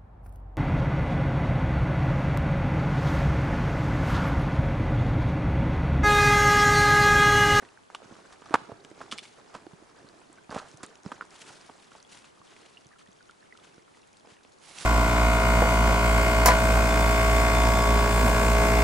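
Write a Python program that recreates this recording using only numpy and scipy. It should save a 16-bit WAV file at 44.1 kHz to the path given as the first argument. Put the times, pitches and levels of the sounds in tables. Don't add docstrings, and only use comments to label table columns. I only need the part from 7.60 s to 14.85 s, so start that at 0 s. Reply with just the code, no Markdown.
import sys
import numpy as np
from scipy import signal
from scipy.fft import rfft, irfft
from scipy.io import wavfile

SR = 44100
rng = np.random.default_rng(int(sys.argv[2]) if len(sys.argv) > 2 else 0)


def transcribe(u):
    v = np.clip(np.atleast_2d(u).T, -1, 1)
    q = np.round(v * 32767).astype(np.int16)
    wavfile.write(sys.argv[1], SR, q)


N = 319725
TIME = np.arange(N) / SR
HIT_N = SR // 6
HIT_TIME = TIME[:HIT_N]


def undb(db):
    return 10 ** (np.asarray(db) / 20)


def unit_rms(x):
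    return x / np.sqrt(np.mean(x ** 2) + 1e-20)


def peak(x, db):
    return x * undb(db) / np.abs(x).max()


def add(track, time_s, x):
    start = max(int(time_s * SR), 0)
    track[:, start:start + x.shape[-1]] += x[..., :N - start]


def pan(x, pan_db):
    return x * undb(np.array([[pan_db], [-pan_db]]) / 2)


def widen(make, side_db, pan_db):
    return pan(make(), pan_db) + undb(side_db) * make() * np.array([[1], [-1]])


def cut(x, hz, kind, order=2):
    return signal.sosfilt(signal.butter(order, min(hz, SR / 2 - 1), kind, fs=SR, output="sos"), x)


def band(x, hz, width_hz):
    hz = min(hz, SR * .4)
    return signal.lfilter(*signal.iirpeak(hz, hz / min(width_hz, SR / 4), SR), x)


def colour(x, spectrum):
    hz, db = np.transpose(spectrum)
    grid_hz = np.linspace(1, SR / 2, 1025)
    gain = undb(np.interp(np.log(grid_hz), np.log(hz), db))
    cepstrum = irfft(np.log(gain))
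    causal_fold = 1 + np.sign(np.fft.fftfreq(len(cepstrum)))
    response = irfft(np.exp(rfft(cepstrum * causal_fold)))
    return unit_rms(signal.fftconvolve(x, response)[:len(x)])


def blow(t60_s, rise_s):
    return (1 - np.exp(-(HIT_TIME / rise_s) ** 2)) * np.exp(-np.log(1000) * HIT_TIME / t60_s)


def press(time_s, hold_s, attack_s, release_s):
    age_s = TIME - time_s
    return np.clip(age_s / attack_s, 0, 1) * np.exp(-np.maximum(age_s - hold_s, 0) / release_s)


def ring(hz, t60_s, rise_s):
    return np.sin(2 * np.pi * hz * HIT_TIME) * blow(t60_s, rise_s)


def drift(rate_hz):
    knots = rng.standard_normal(N // 100)
    return unit_rms(np.interp(TIME * rate_hz, np.arange(len(knots)), knots))


def grains(n, per_s, spread_db):
    when, strength, sign = rng.random((int(n * per_s / SR) + 1, 3)).T
    gain = undb(-spread_db * np.log(strength + .02)) * np.sign(sign - .5)
    return np.bincount((when * n).astype(int), gain, n)


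def grit(n, per_s, spread_db, top_hz, t60_s, ring_n=256):
    t = TIME[:ring_n]
    hz = np.linspace(0, top_hz, ring_n)[:, None]
    rings = np.sin(2 * np.pi * hz * t) * np.exp(-np.log(1000) * t / t60_s)
    when, strength, pitch, sign = rng.random((int(n * per_s / SR) + 1, 4)).T
    gain = undb(-spread_db * np.log(strength + .02)) * np.sign(sign - .5)
    particles = gain[:, None] * rings[(pitch * ring_n).astype(int)]
    samples = (when * n).astype(int)[:, None] + np.arange(ring_n)
    return np.bincount(samples.ravel(), particles.ravel(), n)[:n]


# (frequency [Hz], level [dB])
STREAM_SPECTRUM = [(25, -10), (60, -4), (130, 0), (380, 0), (600, -3), (1100, -4), (2000, -8), (4500, -13),
                   (7000, -14), (11000, -18)]

def stream():
    ahead, around = (colour(rng.standard_normal(N), STREAM_SPECTRUM) * undb(.8 * drift(21))
                     for _ in range(2))
    side = undb(-6.5) * around + undb(4.0) * band(around, 550, width_hz=1000)
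    return undb(-63) * (ahead + side * np.array([[1], [-1]]))


def forest_echo(near, t60_s, echo_db):
    t = TIME[:SR]
    decay = np.exp(-np.log(1000) * t / t60_s) * (1 - np.exp(-t / 0.0116))
    spectrum = [(100, -4.5), (1200, -11), (4000, -0.5), (11000, -11.5)]
    echoes = []
    for channel in near:
        tail = colour(grains(SR, per_s=3600, spread_db=3.8), spectrum) * decay
        echoes.append(signal.fftconvolve(channel, tail / np.linalg.norm(tail))[:N])
    return undb(echo_db) * np.array(echoes)


def bubble(hz, cycles, glide):
    t60_s = cycles / hz
    stretch = 1 + glide * np.minimum(HIT_TIME / t60_s, 1)
    return np.sin(2 * np.pi * hz * HIT_TIME * stretch) * blow(t60_s, rise_s=0.00037)


def snap(hz, db):
    burst = rng.standard_normal(HIT_N) * blow(t60_s=0.0091, rise_s=0.00021)
    return peak(band(burst, hz, width_hz=0.19 * hz), db)


# (time [s], level [dB], bubble pitch [Hz], t60 [cycles])
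PUDDLE_DROPS = [(.1742, -41.5, 1530, 16), (2.7833, -47, 1510, 52), (3.61, -23, 1390, 18),
                (3.62, -33, 1390, 19), (4.449, -50, 3300, 56), (4.8156, -44.5, 1120, 30),
                (5.171, -41.5, 2800, 87), (5.329, -51.5, 1930, 33), (5.36, -50, 1350, 37),
                (5.608, -51, 1440, 66), (5.6953, -41, 1370, 33), (5.828, -49, 1720, 32),
                (5.9244, -39.5, 1970, 44), (5.9522, -48.5, 1340, 30), (6.279, -54, 1360, 37)]

def drips(count=280):
    out = np.zeros((2, N))
    for time_s, db, hz, cycles in PUDDLE_DROPS:
        add(out, time_s, pan(peak(bubble(hz, cycles, glide=0.037), db), -3.0))
    for when, pitch, strength, side in rng.random((count, 4)):
        db = -64 + 10 * strength ** 2 + 4 * when
        plink = peak(bubble(1100 * 6 ** pitch, cycles=40, glide=0.09), db)
        add(out, when * N / SR, pan(plink, 8 * (side - .5)))
    for when, pitch, strength, side in rng.random((count, 4)):
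        db = -61 + 10 * strength ** 3 + 3 * when
        splash = snap(3000 * 2.7 ** pitch, db)
        add(out, when * N / SR, pan(splash, 8 * (side - .5)))
    return out


# (frequency [Hz], level [dB])
RUSTLE_SPECTRUM = [(60, -12.5), (160, -1), (380, -4), (560, -4.5), (1000, -0.5), (1800, -1.5), (3000, -1),
                   (6500, -3), (11000, -7)]
# (time [s], length [s], level [dB], low-pass [Hz])
CLOTH_STROKES = [(.01, 0.16, -65, 3970), (0.425, 0.33, -66.5, 3460), (1.559, 0.23, -57, 9100),
                 (3.066, 0.11, -63, 10000), (3.482, 0.13, -67, 9000), (3.699, 0.52, -57.5, 9100),
                 (3.8, 0.04, -50.5, 9050), (3.863, 0.082, -52.5, 10000), (4.184, .12, -63.5, 8000),
                 (4.306, 0.12, -59.5, 7040), (4.491, 0.165, -53, 10600), (4.642, 0.068, -57.5, 4970),
                 (4.829, 0.45, -61, 4960), (5.387, 0.048, -60.5, 5000), (6.025, 0.1, -60, 3480),
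                 (6.353, 0.045, -65.5, 9100), (6.684, 0.082, -59, 5030), (6.831, 0.039, -65, 6100)]

def clothes():
    out = np.zeros((2, N))
    catch = undb(2.66 * drift(110))
    for time_s, length_s, db, lowpass_hz in CLOTH_STROKES:
        n = int(length_s * SR)
        swell = np.sin(np.pi * (np.arange(n) / n) ** 0.46) ** 0.58
        speed = swell * catch[int(time_s * SR):][:n]

        def stroke():
            fibres = grit(n, per_s=6000, spread_db=1.2, top_hz=11240, t60_s=0.0046)
            return unit_rms(cut(colour(fibres, RUSTLE_SPECTRUM), lowpass_hz, "low", order=1))

        add(out, time_s, undb(db) * speed * widen(stroke, side_db=-10.5, pan_db=1.0))
    return out


# (time [s], hold [s], level [dB])
FROND_SWEEPS = [(6.994, 0.21, -51), (7.145, 0.089, -44)]

def leaves():
    drag = sum(undb(db) * press(time_s, hold_s, attack_s=.075, release_s=.035)
               for time_s, hold_s, db in FROND_SWEEPS)
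    crackle = widen(lambda: colour(grains(N, per_s=7000, spread_db=2.7), RUSTLE_SPECTRUM),
                    side_db=-10, pan_db=-5.5)
    return crackle * drag * undb(0.95 * drift(90))


# (frequency [Hz], level [dB])
SOIL_SPECTRUM = [(24, -43), (40, -23.5), (155, -1.5), (214, -2), (265, -0.5), (413, 3), (525, -7.5),
                 (700, -6), (910, -57), (1540, -120)]
GRIND_SPECTRUM = [(200, -11.5), (450, -5), (750, -1.5), (1150, -3.5), (1600, -6.5), (2100, -17),
                  (3500, -24.5), (8000, -35.5)]
HISS_SPECTRUM = [(700, -16.5), (1500, 1.5), (3200, -3), (4800, -2.5), (7200, -5), (9000, -12),
                 (11500, -17.5)]
# (time [s], hold [s], soil level [dB], grind level [dB])
WEIGHT_SHIFTS = [(0.0, 0.045, -60.5, -60), (.29, 0.042, -67, -59), (.41, 0.17, -61, -59),
                 (.63, 0.089, -69, -57.5), (.83, .09, -59, -54.5), (.96, .14, -55, -60.5),
                 (1.2, 0.17, -65, -62.5), (1.36, 0.21, -59, -58.5), (1.759, 0.26, -63.5, -61),
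                 (2.08, 0.22, -66, -64.5), (2.35, 0.23, -59.5, -62), (2.68, .08, -65.5, -65),
                 (3.04, 0.28, -63, -60), (3.43, 0.13, -60.5, -54), (3.69, .27, -66, -60),
                 (4.02, 0.14, -68.5, -65), (4.29, 0.075, -74, -64), (4.5, 0.22, -79, -70),
                 (4.87, 0.19, -67, -68), (5.78, .42, -70, -79.5), (6.63, 0.065, -68, -69),
                 (7.0, .25, -75, -61)]

def tread():
    soil_gain, grind_gain = undb(-77.5), undb(-74)
    for time_s, hold_s, soil_db, grind_db in WEIGHT_SHIFTS:
        load = press(time_s, hold_s, attack_s=0.026, release_s=0.13)
        soil_gain = np.hypot(soil_gain, undb(soil_db) * load)
        grind_gain = np.hypot(grind_gain, undb(grind_db) * load)
    soil = widen(lambda: colour(grains(N, per_s=900, spread_db=2.76), SOIL_SPECTRUM),
                 side_db=-14.0, pan_db=-6.0)
    gravel = widen(lambda: colour(grit(N, 900, 3.1, top_hz=2660, t60_s=0.0098), GRIND_SPECTRUM),
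                   side_db=-9.5, pan_db=-2.5)
    hiss = widen(lambda: colour(grit(N, 2200, 1.7, top_hz=10980, t60_s=0.0097), HISS_SPECTRUM),
                 side_db=-9.0, pan_db=-0.3)
    creak = soil * soil_gain * undb(1.9 * drift(35))
    grind = (gravel + undb(-5.5) * hiss) * grind_gain * undb(1.5 * drift(50))
    return creak + grind


# (time [s], level [dB], ring [Hz])
GRIT_SNAPS = [(.05, -41, 1800), (0.0886, -43.5, 2560), (0.554, -44, 1290), (.859, -41, 1190),
              (.8955, -38.5, 1650), (1.051, -43, 1400), (2.488, -43, 4600), (2.729, -43, 7700),
              (2.9047, -35.5, 4800), (3.086, -45, 6750), (3.114, -43, 6160), (3.1723, -40, 6500),
              (3.2628, -37, 7650), (3.3552, -43.5, 3200), (3.3546, -44, 5640), (3.433, -46, 6100),
              (3.461, -44, 5400), (3.7066, -43, 5650), (4.0125, -43, 4970), (4.402, -45, 4120),
              (4.427, -41.5, 5840), (5.2677, -44, 5860), (5.71, -43.5, 3620), (5.9739, -42.5, 3180),
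              (6.473, -49.5, 6870), (6.53, -46.5, 6120), (6.571, -49, 7500), (6.5975, -47.5, 4830),
              (6.92, -48.5, 4180), (7.1844, -30, 2620), (7.1856, -29, 5660)]

def grit_ticks():
    out = np.zeros((2, N))
    for time_s, db, hz in GRIT_SNAPS:
        add(out, time_s, snap(hz, db))
    return pan(out, -.5)


# (time [s], length [s], level [dB], relative hiss [dB])
SOLE_SCUFFS = [(0.02, 0.1, -56, -26), (0.723, 0.033, -52, -1.5), (0.913, 0.08, -46.5, -24),
               (0.955, 0.069, -46, -26), (1.087, 0.12, -56, -31), (1.412, 0.056, -48.5, -7),
               (1.518, 0.044, -48, 5), (1.627, 0.047, -62.5, 11), (1.94, 0.053, -43.5, -9),
               (2.905, 0.095, -43, -10), (2.944, 0.025, -40, -5), (2.964, 0.062, -42.5, -7.5),
               (2.983, 0.024, -42.5, -1.5), (3.008, .11, -50, -9.5), (3.23, 0.034, -46, 1),
               (3.89, 0.025, -53, -5)]

def boot_scuffs():
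    out = np.zeros((2, N))
    for time_s, length_s, db, hiss_db in SOLE_SCUFFS:
        pressure = np.sin(np.pi * np.minimum(HIT_TIME / length_s, 1) ** 0.3)
        crush = colour(grains(HIT_N, per_s=1800, spread_db=5.1), GRIND_SPECTRUM)
        hiss = colour(grains(HIT_N, per_s=4000, spread_db=2.4), HISS_SPECTRUM)
        add(out, time_s, undb(db) * pressure * (pan(crush, -4.5) + undb(hiss_db) * pan(hiss, -1)))
    return out


# (time [s], level [dB], pitch [Hz], t60 [s])
FOOTFALLS = [(0.402, -46, 686, 0.018), (.419, -39, 550, 0.0094), (0.457, -43, 230, 0.015),
             (.511, -41, 282, 0.03), (0.5227, -41.5, 197, 0.016), (.908, -31.5, 310, 0.034),
             (0.9413, -35.5, 100, .04), (1.118, -41.5, 115, .045), (1.314, -38.5, 330, 0.021),
             (1.377, -46, 400, 0.029), (1.525, -37.5, 228, 0.059), (1.954, -40.5, 220, 0.05),
             (2.067, -37, 328, 0.031), (2.1338, -42.5, 169, 0.034), (2.2234, -42.5, 320, 0.022),
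             (2.4457, -45.5, 206, 0.0082), (2.6987, -46, 327, 0.039), (2.895, -36, 223, 0.017),
             (2.9648, -28.5, 224, 0.0085), (3.143, -45.5, 135, 0.035), (3.235, -34, 306, 0.017),
             (3.452, -42, 250, 0.02), (3.4616, -29.5, 190, 0.033), (3.898, -54, 126, 0.072),
             (4.801, -57, 138, 0.045), (5.259, -51, 136, 0.042), (5.486, -50.5, 193, 0.044),
             (6.1811, -45, 290, 0.0063), (6.72, -54, 147.4, 0.032)]

def boot_thuds():
    out = np.zeros((2, N))
    for time_s, db, hz, t60_s in FOOTFALLS:
        modes = ring(hz, t60_s, rise_s=0.0008) + 0.3 * ring(2.1 * hz, 0.98 * t60_s, rise_s=0.0021)
        soil = cut(modes, 80, "high")
        crush = colour(rng.standard_normal(HIT_N), GRIND_SPECTRUM) * blow(t60_s=0.0061, rise_s=0.00017)
        add(out, time_s, peak(soil, db) + peak(crush, db - 4))
    return pan(out, -5.5)


# (frequency [Hz], width [Hz], level [dB])
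FLAKE_RESONANCES = [(1220, 90, 10), (2298, 87, 2), (2983, 360, -1), (3415, 200, -4), (4340, 130, 0),
                    (5000, 260, -5), (7450, 210, -1.5), (8400, 870, -9)]
# (time [s], level [dB], favoured ring [Hz], t60 [s])
FLAKE_SKIDS = [(.3492, -27, 3340, 0.067), (1.5135, -26, 3430, 0.033), (1.517, -21.5, 3300, 0.011),
               (1.5238, -19, 3160, 0.036), (1.5245, -25.5, 1230, 0.06), (1.5792, -26.5, 4600, 0.029),
               (1.5845, -23, 2310, .018), (1.5908, -25, 3400, .026), (1.653, -37.5, 2310, 0.072),
               (3.2318, -34.5, 1240, 0.21), (3.2325, -30, 7300, 0.038)]

def flake_scrapes():
    out = np.zeros((2, N))
    for time_s, db, favoured_hz, t60_s in FLAKE_SKIDS:
        slips = grains(HIT_N, per_s=9800, spread_db=3.5) * blow(t60_s, rise_s=0.0011)
        force = signal.unit_impulse(HIT_N) + undb(-3.5) * slips / np.linalg.norm(slips)
        flake = np.zeros(HIT_N)
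        for hz, width_hz, mode_db in FLAKE_RESONANCES:
            octaves_off = abs(np.log2(hz / favoured_hz))
            flake += undb(mode_db - 22 * octaves_off ** .5) * band(force, hz, width_hz)
        add(out, time_s, peak(flake, db))
    return pan(out, -1.8)


# (frequency [ratio], level [dB], t60 [ratio])
SLAB_RESONANCES = [(.7, -10.5, 0.55), (.9, 5.5, 1.2), (1.11, 11, 0.84), (1.32, 5.5, 0.84),
                   (1.48, -5.5, 0.68), (1.67, -13.5, 0.92), (2.85, -13, 0.59)]
# (frequency [Hz], level [dB])
CRACK_SPECTRUM = [(120, -30), (500, 1), (1500, -4.5), (2100, -9), (3000, 3), (4500, -11.5), (6000, -13.5),
                  (7400, -10.5), (9000, -21.5), (11500, -27)]
# (time [s], level [dB], ring [Hz], t60 [s], relative thud [dB], relative crack [dB])
SLAB_HITS = [(0.0237, -41.5, 1630, 0.022, -4, -20), (0.301, -35.5, 1080, 0.0073, -18, -18),
             (0.3481, -28, 1053, 0.015, -24, 1.5), (0.4274, -46, 910, 0.0099, 0, -20),
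             (0.819, -41, 1080, 0.025, -3, -6), (0.9406, -6, 1064, 0.014, -9, -10.5),
             (0.9434, -16.5, 1536, 0.0088, -12, -10), (0.9536, -10.5, 1110, 0.0084, -24, -15),
             (1.0902, -36, 610, 0.064, 2.5, -20), (1.117, -32.5, 785, 0.014, -0.5, -22),
             (1.2476, -44, 1480, 0.026, 1, 9), (1.405, -36.5, 765, 0.034, -11, -6),
             (1.413, -29, 1200, 0.022, -12.5, -17), (1.949, -30.5, 1125, 0.021, -8.5, -35),
             (2.894, -35.5, 830, 0.013, -19, -26), (2.914, -40, 1110, 0.021, -11, -12),
             (2.925, -29.5, 970, 0.014, -6, -20), (2.9437, -39, 1050, 0.024, -1, -16),
             (2.9604, -22.5, 700, 0.024, -3.5, -19), (2.976, -28.5, 1184, 0.018, -17, -14),
             (2.997, -32, 1150, .03, -18, -14), (3.206, -45.5, 1290, 0.012, -21, -8),
             (3.5177, -25, 1113, 0.012, -12, -14), (3.521, -36, 1380, 0.015, -1.5, -3),
             (3.611, -39, 1330, 0.0071, -8, -0.5), (3.621, -34.5, 1190, 0.029, -9, -16),
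             (4.092, -38.5, 835, 0.035, -26, -16), (4.0969, -40.5, 1075, 0.013, -2, -8),
             (4.317, -44, 1256, 0.029, -5.5, -3.5), (4.3511, -38.5, 797, 0.018, -17, -12),
             (4.643, -44.5, 1070, 0.0092, -9, 2), (4.9633, -43, 2260, 0.013, -19, -1),
             (6.3701, -50, 1080, 0.016, -8, -9), (6.648, -47, 766, .03, -7, -17),
             (6.672, -49, 700, .02, 2, 2.5), (6.849, -47, 885, 0.012, -5.5, 0)]

def slab_knocks():
    out = np.zeros((2, N))
    bed = cut(ring(253, 0.018, .001) + 0.74 * ring(421, 0.022, 0.002), 190, "high")
    for time_s, db, hz, t60_s, thud_db, crack_db in SLAB_HITS:
        slab = sum(undb(mode_db) * ring(hz * hz_ratio, t60_s * t60_ratio, rise_s=0.0012)
                   for hz_ratio, mode_db, t60_ratio in SLAB_RESONANCES)
        crack = colour(rng.standard_normal(HIT_N), CRACK_SPECTRUM) * blow(t60_s=0.012, rise_s=0.00048)
        chatter = band(rng.standard_normal(HIT_N), hz, .5 * hz) * blow(t60_s=0.023, rise_s=0.0036)
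        body = peak(cut(slab, 0.27 * hz, "high"), 0) + peak(chatter, -14.5)
        knock = pan(body, -2.2) + pan(peak(bed, thud_db), -6.0) + pan(peak(crack, crack_db), -1)
        add(out, time_s, undb(db) * knock)
    return out


def scene():
    near = slab_knocks() + boot_thuds() + flake_scrapes() + boot_scuffs() + grit_ticks() + drips()
    echo = forest_echo(near, t60_s=0.59, echo_db=-22.5)
    return near + echo + tread() + clothes() + leaves() + stream()


def record(dry):
    return signal.sosfilt(signal.ellip(10, .2, 70, 11000, fs=SR, output="sos"), dry)


dry = scene()
out = record(dry)
transcribe(out)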